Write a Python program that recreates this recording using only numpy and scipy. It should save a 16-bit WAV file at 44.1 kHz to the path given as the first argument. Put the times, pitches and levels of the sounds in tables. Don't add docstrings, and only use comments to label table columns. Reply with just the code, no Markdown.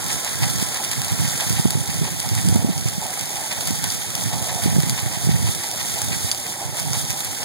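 import sys
import numpy as np
from scipy import signal
from scipy.fft import rfft, irfft
from scipy.io import wavfile
from scipy.ndimage import uniform_filter1d, minimum_filter1d

SR = 44100
rng = np.random.default_rng(int(sys.argv[2]) if len(sys.argv) > 2 else 0)


def master_out(mix):
    frames = np.transpose(np.atleast_2d(mix))
    ceiling = np.clip(frames, -1, 1)
    pcm = np.round(ceiling * 32767).astype(np.int16)
    wavfile.write(sys.argv[1], SR, pcm)


N = 328104
TIME = np.arange(N) / SR
BINS = np.fft.rfftfreq(N, 1 / SR)

# [t/s, level/dB]
FEED_FLOW = [(0.0, -27.5), (0.66, -27), (0.98, -27.0), (1.54, -24.5), (1.7, -29), (2.3, -28.5),
             (2.4, -26.5), (2.64, -31.5), (2.8, -29.5), (3.6, -28), (4.3, -28.5), (4.72, -27),
             (5.06, -28.5), (6.32, -28), (6.36, -29.5), (6.72, -31), (6.78, -29), (7.42, -29)]
# [t/s, level/dB]
FEED_SPURTS = [(.132, -26.5), (.508, -27), (.624, -25.5), (1.943, -31), (3.614, -31), (3.685, -34),
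               (4.23, -29), (4.99, -34), (5.517, -26.5), (5.804, -34), (6.16, -27.5), (6.235, -29),
               (6.275, -27)]
SMALL_SPURTS_PER_S, SMALL_SPURT_DB = 2.3, -1
GRAIN_PITCHES = [3300, 7100, 11500]
COARSE_PITCHES = [750, 1710, 3920]
# [f/Hz, density/dB per Hz]
HISS_SPECTRUM = [(400, -64), (1300, -5.5), (2000, -30.5), (3400, 1), (4100, -3), (4800, -1), (7000, 1),
                 (9200, 1.5), (10700, -1.5), (12500, -6.5), (14000, -9.5), (15600, -12.5)]
# [f/Hz, density/dB per Hz]
GRINDING_SPECTRUM = [(60, -19), (200, -17), (420, -5), (900, 1), (1250, -4), (1550, 2), (1800, 5),
                     (2100, 7), (3400, -3.5), (4500, -33), (8000, -18.5)]
GRIND_DB = -9.5

# [t/s, level/dB]
PIPE_LEVEL = [(0, -39), (1.2, -42.5), (2.2, -52.5), (7.44, -69)]
# [f/Hz, half-width/Hz, level/dB]
PIPE_RESONANCES = [(600, 250, -3), (1040, 78, 3.5), (1360, 41, 2.5), (1645, 74, 4)]

# [f/Hz, density/dB per Hz]
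RUMBLE_SPECTRUM = [(30, -28), (65, -11), (90, -1.5), (130, -0.5), (180, -6), (250, -9.5), (350, -13),
                   (480, -18), (700, -26), (2000, -70)]
RUMBLE_DB = -37

TURNS_PER_S, FIRST_TURN_S, TURN_JITTER_S = 6.15, 0.1082, 0.0052
# [t/s, rasp level/dB, level of the tube's ring/dB]
LUMP_CATCHES = [(.105, -24, -36), (.255, -30, -35), (.434, -21, -30), (.761, -29, -38), (.923, -30.5, -51),
                (1.252, -34, -48), (1.418, -39, -26.5), (1.583, -36, -31), (1.905, -33, -43),
                (2.073, -27.5, -33.5), (2.245, -44, -32), (2.395, -38, -43), (3.024, -42, -30),
                (3.516, -25.5, -34), (3.839, -29, -32), (4.331, -30, -30.5), (4.495, -28, -35),
                (4.987, -27.5, -41), (5.311, -29, -50), (5.475, -35, -35), (5.636, -32, -37),
                (5.805, -28.5, -53), (5.975, -40, -30.5), (6.127, -27, -45), (6.947, -28, -36)]
# [f/Hz, half-width/Hz, level/dB]
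TUBE_RESONANCES = [(610, 260, -4), (730, 163, -2), (745, 84, -2), (828, 84, 1.5), (1010, 40, -9)]
# [t/s, level/dB]
WHIRR_NEARNESS = [(0, 1), (2.7, 0.4), (4, 2.5), (7.44, 1.7)]
WHIRR_DB, WHIRR_SPREAD_DB = -40, 3
MODE_SWAY_DB, MODE_SWAY_HZ = 2.5, 12

# [t/s, level/dB]
DRAUGHT_LEVEL = [(0.0, -33), (0.2, -42), (0.47, -30), (0.63, -32), (0.79, -45), (1.2, -28.5), (1.42, -39),
                 (1.53, -29), (2.02, -32), (2.2, -35.5), (2.52, -21), (2.62, -28), (2.98, -41), (3.2, -43),
                 (3.48, -48), (3.68, -30.5), (4.05, -39), (4.3, -31.5), (4.55, -36.5), (4.75, -24.5),
                 (5.17, -42), (5.3, -25), (5.5, -32), (5.62, -48), (6.03, -40), (6.14, -26.5), (6.27, -41),
                 (6.4, -48), (6.58, -55), (6.66, -36), (6.82, -40), (6.92, -32), (7.2, -47), (7.44, -37.5)]
# [t/s, level/dB, f/Hz, decay constant/s]
STRONG_EDDIES = [(.4224, -15, 116, 0.008), (.519, -23, 120, 0.0047), (.6258, -11, 185, 0.0033),
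                 (.9784, -17, 125, 0.013), (1.121, -15, 111, 0.0047), (1.1968, -19.5, 199, 0.01),
                 (1.2158, -16, 135, 0.0046), (1.281, -19, 143, 0.0053), (1.5052, -10.5, 135, 0.0031),
                 (1.5322, -17, 112, 0.013), (1.5963, -9.5, 138, 0.007), (1.6555, 0, 201, 0.0018),
                 (1.7538, -8.5, 127, 0.0068), (1.907, -22, 100, 0.0046), (2.0165, -8.5, 151, 0.0082),
                 (2.3163, -13, 107, .012), (2.4127, -23, 157, 0.017), (2.4553, -16, 177, .015),
                 (2.4842, -12, 194, .005), (2.5255, -6.5, 115, 0.0055), (2.5574, -6.5, 213, 0.0066),
                 (2.6462, -6.5, 213, 0.003), (2.689, -13.5, 251, 0.0061), (2.6983, -11.5, 182, 0.0067),
                 (2.8577, -10.5, 119, .009), (2.98, -17.5, 184, 0.0063), (3.7073, -13, 221, 0.0022),
                 (4.2771, -16.5, 141, 0.012), (4.331, -18, 124, 0.005), (4.556, -19, 116, 0.0088),
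                 (4.6605, -4, 220, 0.00075), (4.6806, -12.5, 168, .009), (4.7401, -16, 159, .012),
                 (4.764, -9, 170, 0.0029), (4.7843, -6, 148, 0.012), (4.8355, -10, 135, 0.0037),
                 (4.871, -15, 155, .005), (4.921, -23, 113, .007), (5.0284, -16, 115, .012),
                 (5.0628, -14.5, 114, .012), (5.1727, -17, 147, 0.0039), (5.2476, -14.5, 134, 0.011),
                 (5.2717, -8.5, 142, 0.0052), (5.2917, -5.5, 173, 0.0046), (5.4421, -13.5, 110, 0.026),
                 (5.4894, -12.5, 106, 0.0055), (6.1101, -21, 149, 0.0047), (6.1372, -20.5, 103, 0.0073),
                 (6.2455, -13.5, 98, 0.0081), (6.672, -29, 113, .007), (6.731, -21, 113, 0.0055),
                 (6.872, -20, 129, 0.0084), (6.91, -15, 119, 0.0071), (6.957, -23, 100, .01),
                 (7.101, -19, 100, .008)]
# [f/Hz, density/dB per Hz]
BUFFET_SPECTRUM = [(20, -39), (45, -17), (65, -9.5), (90, -0.5), (120, 0), (165, -3), (220, -8.5),
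                   (320, -19.5), (450, -27), (900, -101), (2000, -82)]
LUMP_RANGE_DB, LUMP_HZ = 6, 22.3
SMALL_EDDIES_PER_S, SMALL_EDDY_DB, SMALL_EDDY_HZ, SMALL_EDDY_FALL_S = 6.8, 2, 175, 0.009

# [t/s, level/dB, bright against dull/dB, rattling share/0-1]
HARD_TICKS = [(0.084, -20, 7, .02), (.129, -17, 11, .2), (0.2476, -16, 10, 0), (.4325, -23, 7, 0.7),
              (0.8477, -17.5, 4, 0.7), (0.914, -15, 4, 0.7), (0.92, -22, 6, .6), (1.018, -17, 17, .2),
              (1.478, -24, 8, .3), (1.497, -16, 14, .2), (1.706, -14.5, 16, 0.5), (1.9426, -17, 15, 0.2),
              (2.2015, -15, 16, 0), (2.2897, -19, 0, 0.15), (2.3512, -17.5, 9, 0.3),
              (2.4867, -12.5, -1, 0.03), (2.7786, -20, 2, 0.3), (3.066, -20, 10, .1), (3.1926, -24, 8, .1),
              (3.211, -19, 9, 0.5), (3.6085, -16.5, 7, 0.7), (3.673, -16.5, 11, .5),
              (3.8408, -12.5, 4, 0.4), (3.9027, -18, -10, 0.4), (4.152, -16.5, 5, .7), (4.548, -23, 8, .1),
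              (4.637, -17.5, 6, 0.7), (4.803, -18, 8, .5), (4.8963, -10, -1.5, 0.04), (5.5493, -20, 6, .6),
              (5.7136, -18, 4, 0.2), (5.941, -21, 5, 0), (5.982, -20.5, 6, 0.5), (6.0172, -14, 20, 0.4),
              (6.3147, -11, -10, 0.4), (6.347, -18.5, 0, .1), (6.77, -20.5, 9, 0), (6.799, -16, 4, 0.1),
              (6.805, -26, 10, .1), (6.8285, -21, 10, 0.1), (6.9327, -15, 2, 0.02), (7, -24, 10, 0),
              (7.105, -15.5, 10, 0.3), (7.1116, -18.5, 9, 0), (7.205, -16.5, 16, 0), (7.247, -17.5, 14, .7)]
# [f/Hz, density/dB per Hz]
DULL_SPECTRUM = [(500, -24), (1300, -14), (2200, -3), (3000, 3), (4100, -2), (4700, 9), (5400, 5.5),
                 (6800, 2), (8200, 3), (10000, -1.5), (12000, -8), (16000, -17)]
# [f/Hz, density/dB per Hz]
BRIGHT_SPECTRUM = [(1000, -13.5), (4500, -9), (7000, -4.5), (9700, -4.5), (12000, -9.5), (16000, -16)]
SMALL_TICKS_PER_S, SMALL_TICK_DB, SMALL_TICK_SPREAD_DB = 13, 3.6, 2.2
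SMALL_TICK_BRIGHT_DB, SMALL_TICK_RATTLE = 6, .2
SNAP_S, RATTLE_S = .0008, .0045
# [f/Hz, level/dB, t60/s]
STEEL_MODES = [(3400, -4, 0.026), (4770, -3, 0.019), (9670, -7.5, .045)]

# [f/Hz, density/dB per Hz]
RASP_SPECTRUM = [(400, -26), (900, 11), (1400, 1), (1900, 13), (3500, 8), (6000, 6), (10000, -0.5),
                 (16000, -36)]
RASP_DB, RASP_SPREAD_DB = -3.5, 1.5

# [f/Hz, level/dB]
PORT_SHADE = [(500, 0), (2000, -2), (3500, -5), (4300, -4), (7000, -7.5), (10000, -7), (15000, -4.5)]
# [f/Hz, level/dB]
CHANNEL_BALANCE = [(250, -3.4), (500, -4.5), (800, -6), (1380, -2), (2000, -2.5), (2750, 0), (3400, -3),
                   (4150, -.5), (5500, -1), (6300, -2.5), (8300, -2.8), (11000, -1.5), (13800, -.3)]
PORT_LAG = 16
EDGE_HZ = 15800


def gain_of(db):
    return 10 ** (np.asarray(db) / 20)


def evened(x):
    return x / np.sqrt(np.mean(x ** 2) + 1e-20)


def level_at(rows, s):
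    return np.interp(s, *np.transpose(rows))


def curve(rows):
    return gain_of(level_at(rows, TIME))


def spectrum(points):
    hz, db = np.transpose(points)
    return gain_of(np.interp(np.log(BINS + 1), np.log(hz), db))


def shaped(x, gains):
    return irfft(rfft(x) * gains, N)


def wander(hz):
    return evened(shaped(rng.standard_normal(N), np.exp(-(BINS / hz) ** 2)))


def moments(per_s):
    chance, values = rng.random(N), rng.standard_normal((2, N))
    hit = chance < per_s / SR
    return TIME[hit], *values[:, hit]


def swell(s, rise, fall):
    first = max(0, int((s - 8 * rise) * SR))
    last = min(N, int((s + 8 * fall) * SR))
    span = np.arange(first, last)
    t = span / SR - s
    shape = 1 / (np.exp(-t / rise) + np.exp(t / fall))
    return span, t, shape / shape.max()


def swells(times, dbs, rise, fall):
    power = np.zeros(N)
    for s, db in zip(times, dbs):
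        span, _, shape = swell(s, rise, fall)
        power[span] += (gain_of(db) * shape) ** 2
    return power


def linger(power, seconds):
    r = np.exp(-1 / (seconds * SR))
    return signal.lfilter([1 - r], [1, -r], power)


def crackle(per_s, spread_db, ring, smooth):
    sizes = gain_of(spread_db * np.minimum(rng.exponential(1, N), 4)) ** 2
    struck = rng.random(N) < per_s / SR
    power = linger(sizes * struck, ring)
    smooth = np.clip(smooth, 0, 1)
    return smooth + (1 - smooth) * power / power.mean()


def portions(pitches, width):
    bands = [np.exp(-(np.log((BINS + 100) / hz) / width) ** 2) for hz in pitches]
    shares = np.array(bands) + 1e-30
    return np.sqrt(shares / shares.sum(0))


def resonances(rows):
    peaks = [gain_of(db) / (1 + ((BINS - hz) / width) ** 2) for hz, width, db in rows]
    return evened(np.array(peaks)) / np.sqrt(len(rows))


def scatter(power, gains):
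    shade = spectrum(PORT_SHADE)
    ports = np.array([np.ones_like(shade), shade]) / np.sqrt(1 + shade ** 2)
    return shaped(rng.standard_normal((2, N)) * np.sqrt(power), ports * gains)


def feed():
    surge = gain_of(.6 * wander(hz=40))
    steady = (surge * curve(FEED_FLOW)) ** 2
    s, chance_db, _ = moments(SMALL_SPURTS_PER_S)
    small = np.transpose([s, level_at(FEED_FLOW, s) + SMALL_SPURT_DB + chance_db])
    spurts = np.vstack([FEED_SPURTS, small])
    flow = steady + swells(*spurts.T, rise=0.026, fall=0.022)
    clumps = crackle(per_s=300, spread_db=3.2, ring=.001, smooth=.74)
    hiss, grind = np.zeros((2, 2, N))
    for part in portions(GRAIN_PITCHES, width=0.41):
        grains = crackle(per_s=900, spread_db=1.5, ring=0.0012, smooth=0.72)
        hiss += scatter(grains * clumps * flow, part * evened(spectrum(HISS_SPECTRUM)))
    for part in portions(COARSE_PITCHES, width=0.38):
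        coarse = crackle(per_s=260, spread_db=3.2, ring=.0035, smooth=.4)
        grind += scatter(coarse * steady, part * evened(spectrum(GRINDING_SPECTRUM)))
    return hiss + gain_of(GRIND_DB) * grind


def pipe():
    grains = crackle(per_s=140, spread_db=-2.0, ring=0.0023, smooth=0.63)
    colour = evened(resonances(PIPE_RESONANCES).sum(0))
    return scatter(grains * curve(PIPE_LEVEL) ** 2, colour)


def rumble():
    shudder = evened(shaped(rng.standard_normal(N), spectrum(RUMBLE_SPECTRUM)))
    return gain_of(RUMBLE_DB + 1.9 * wander(hz=23)) * shudder


def turns():
    s = np.arange(FIRST_TURN_S, N / SR + 1 / TURNS_PER_S, 1 / TURNS_PER_S)
    s = s + TURN_JITTER_S * rng.standard_normal(len(s))
    return s[s < N / SR]


def whirr(turn_s):
    whirr_db = WHIRR_DB + WHIRR_SPREAD_DB * rng.standard_normal(len(turn_s))
    rubbing = gain_of(-41) ** 2
    catch_s, _, ring_db = np.transpose(LUMP_CATCHES)
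    power = rubbing + swells(turn_s, whirr_db, rise=0.037, fall=0.076)
    power += swells(catch_s, ring_db, rise=0.0055, fall=0.02)
    force = curve(WHIRR_NEARNESS) * gain_of(1.1 * wander(hz=31.2)) * np.sqrt(power)
    tone = np.zeros(N)
    for mode in resonances(TUBE_RESONANCES):
        sway = gain_of(MODE_SWAY_DB * wander(MODE_SWAY_HZ))
        tone += shaped(force * sway * rng.standard_normal(N), mode)
    return gain_of(-5.0) * np.array([tone, gain_of(-4.0) * tone])


def eddy(s, db, hz, fall):
    span, t, shape = swell(s, rise=.0019, fall=fall)
    swing = shape * np.cos(2 * np.pi * hz * t)
    flutter = .72 * np.sqrt(gain_of(db)) * np.exp(-abs(t) / .0016) * np.sin(2 * np.pi * 365 * t)
    return span, -gain_of(db) * (swing + flutter)


def draught():
    lumps = curve(DRAUGHT_LEVEL) * gain_of(LUMP_RANGE_DB * np.tanh(1.03 * wander(hz=LUMP_HZ)))
    air = lumps * evened(shaped(rng.standard_normal((2, N)), spectrum(BUFFET_SPECTRUM)))
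    s, size_db, speed = moments(SMALL_EDDIES_PER_S)
    small_db = level_at(DRAUGHT_LEVEL, s) + SMALL_EDDY_DB + size_db
    small_hz = SMALL_EDDY_HZ * np.exp(0.32 * speed)
    small = np.transpose([s, small_db, small_hz, np.full(len(s), SMALL_EDDY_FALL_S)])
    eddies = np.zeros(N)
    for row in np.vstack([STRONG_EDDIES, small]):
        span, pressure = eddy(*row)
        eddies[span] += pressure
    passband = 1 / np.sqrt((1 + (75 / (BINS + 1)) ** 6) * (1 + (BINS / 720) ** 6))
    left = gain_of(3.5) * air[0] + gain_of(0.85) * shaped(eddies, passband)
    ceiling = .68
    return np.array([ceiling * np.tanh(left / ceiling), gain_of(-4.5) * air[1]])


def ticks():
    s, size, hardness = moments(SMALL_TICKS_PER_S)
    small_db = level_at(FEED_FLOW, s) + SMALL_TICK_DB + SMALL_TICK_SPREAD_DB * size
    small_bright_db = SMALL_TICK_BRIGHT_DB + 3 * hardness
    small = np.transpose([s, small_db, small_bright_db, np.full(len(s), SMALL_TICK_RATTLE)])
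    s, db, bright_db, rattle = np.vstack([HARD_TICKS, small]).T
    bright = 1 / (1 + gain_of(-bright_db) ** 2)
    out = np.zeros((2, N))
    for part, colour in ((1 - bright, DULL_SPECTRUM), (bright, BRIGHT_SPECTRUM)):
        loose_part = part * np.clip(rattle, 0, 1)
        snap = swells(s, db + 10 * np.log10(part + 1e-9), rise=.00012, fall=SNAP_S)
        loose = swells(s, db + 10 * np.log10(loose_part + 1e-9), rise=.00012, fall=SNAP_S)
        out += scatter(snap + linger(loose, RATTLE_S), evened(spectrum(colour)))
    return gain_of(2.4) * out


def steel():
    ring = np.zeros(N)
    places = rng.standard_normal(len(HARD_TICKS))
    for (s, db, bright_db, rattle), place in zip(HARD_TICKS, places):
        span, t, _ = swell(s, rise=.00012, fall=.005)
        t = np.maximum(t, 0)
        weight = gain_of(db) * np.sqrt(np.clip(rattle, 0, 1) / (1 + gain_of(bright_db) ** 2))
        for hz, level, t60 in STEEL_MODES:
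            tone = np.sin(2 * np.pi * hz * (1 + 0.0096 * place) * t)
            ring[span] += weight * gain_of(level - 60 * t / t60) * tone
    return np.array([ring, shaped(ring, spectrum(PORT_SHADE))])


def scrapes(turn_s):
    chance_db = RASP_SPREAD_DB * rng.standard_normal(len(turn_s))
    rasp_db = level_at(FEED_FLOW, turn_s) + RASP_DB + chance_db
    catch_s, catch_db, _ = np.transpose(LUMP_CATCHES)
    power = swells(turn_s, rasp_db, rise=0.0069, fall=0.016)
    power += swells(catch_s, catch_db, rise=0.0061, fall=0.0091)
    grit = crackle(per_s=700, spread_db=3.3, ring=.001, smooth=.45)
    return scatter(grit * power, evened(spectrum(RASP_SPECTRUM)))


def scene():
    turn_s = turns()
    sliding = feed() + pipe()
    turning = rumble() + whirr(turn_s) + scrapes(turn_s)
    return sliding + turning + draught() + ticks() + steel()


def limited(x):
    gain = np.minimum(1, .9 / (abs(x).max(0) + 1e-9))
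    return x * uniform_filter1d(minimum_filter1d(gain, size=161), size=81)


def record(dry):
    opposite = np.pad(dry[::-1], ((0, 0), (PORT_LAG, 0)))[:, :N]
    wide = dry - opposite
    lean = spectrum(CHANNEL_BALANCE)
    colour = np.array([lean, np.ones_like(lean)]) * np.sqrt(2 / (1 + lean ** 2))
    coloured = shaped(wide, colour)
    low_pass = signal.firwin(1023, EDGE_HZ, window=("kaiser", 9), fs=SR)
    return signal.oaconvolve(limited(coloured), low_pass[None], "same")


dry = scene()
out = record(dry)
master_out(out)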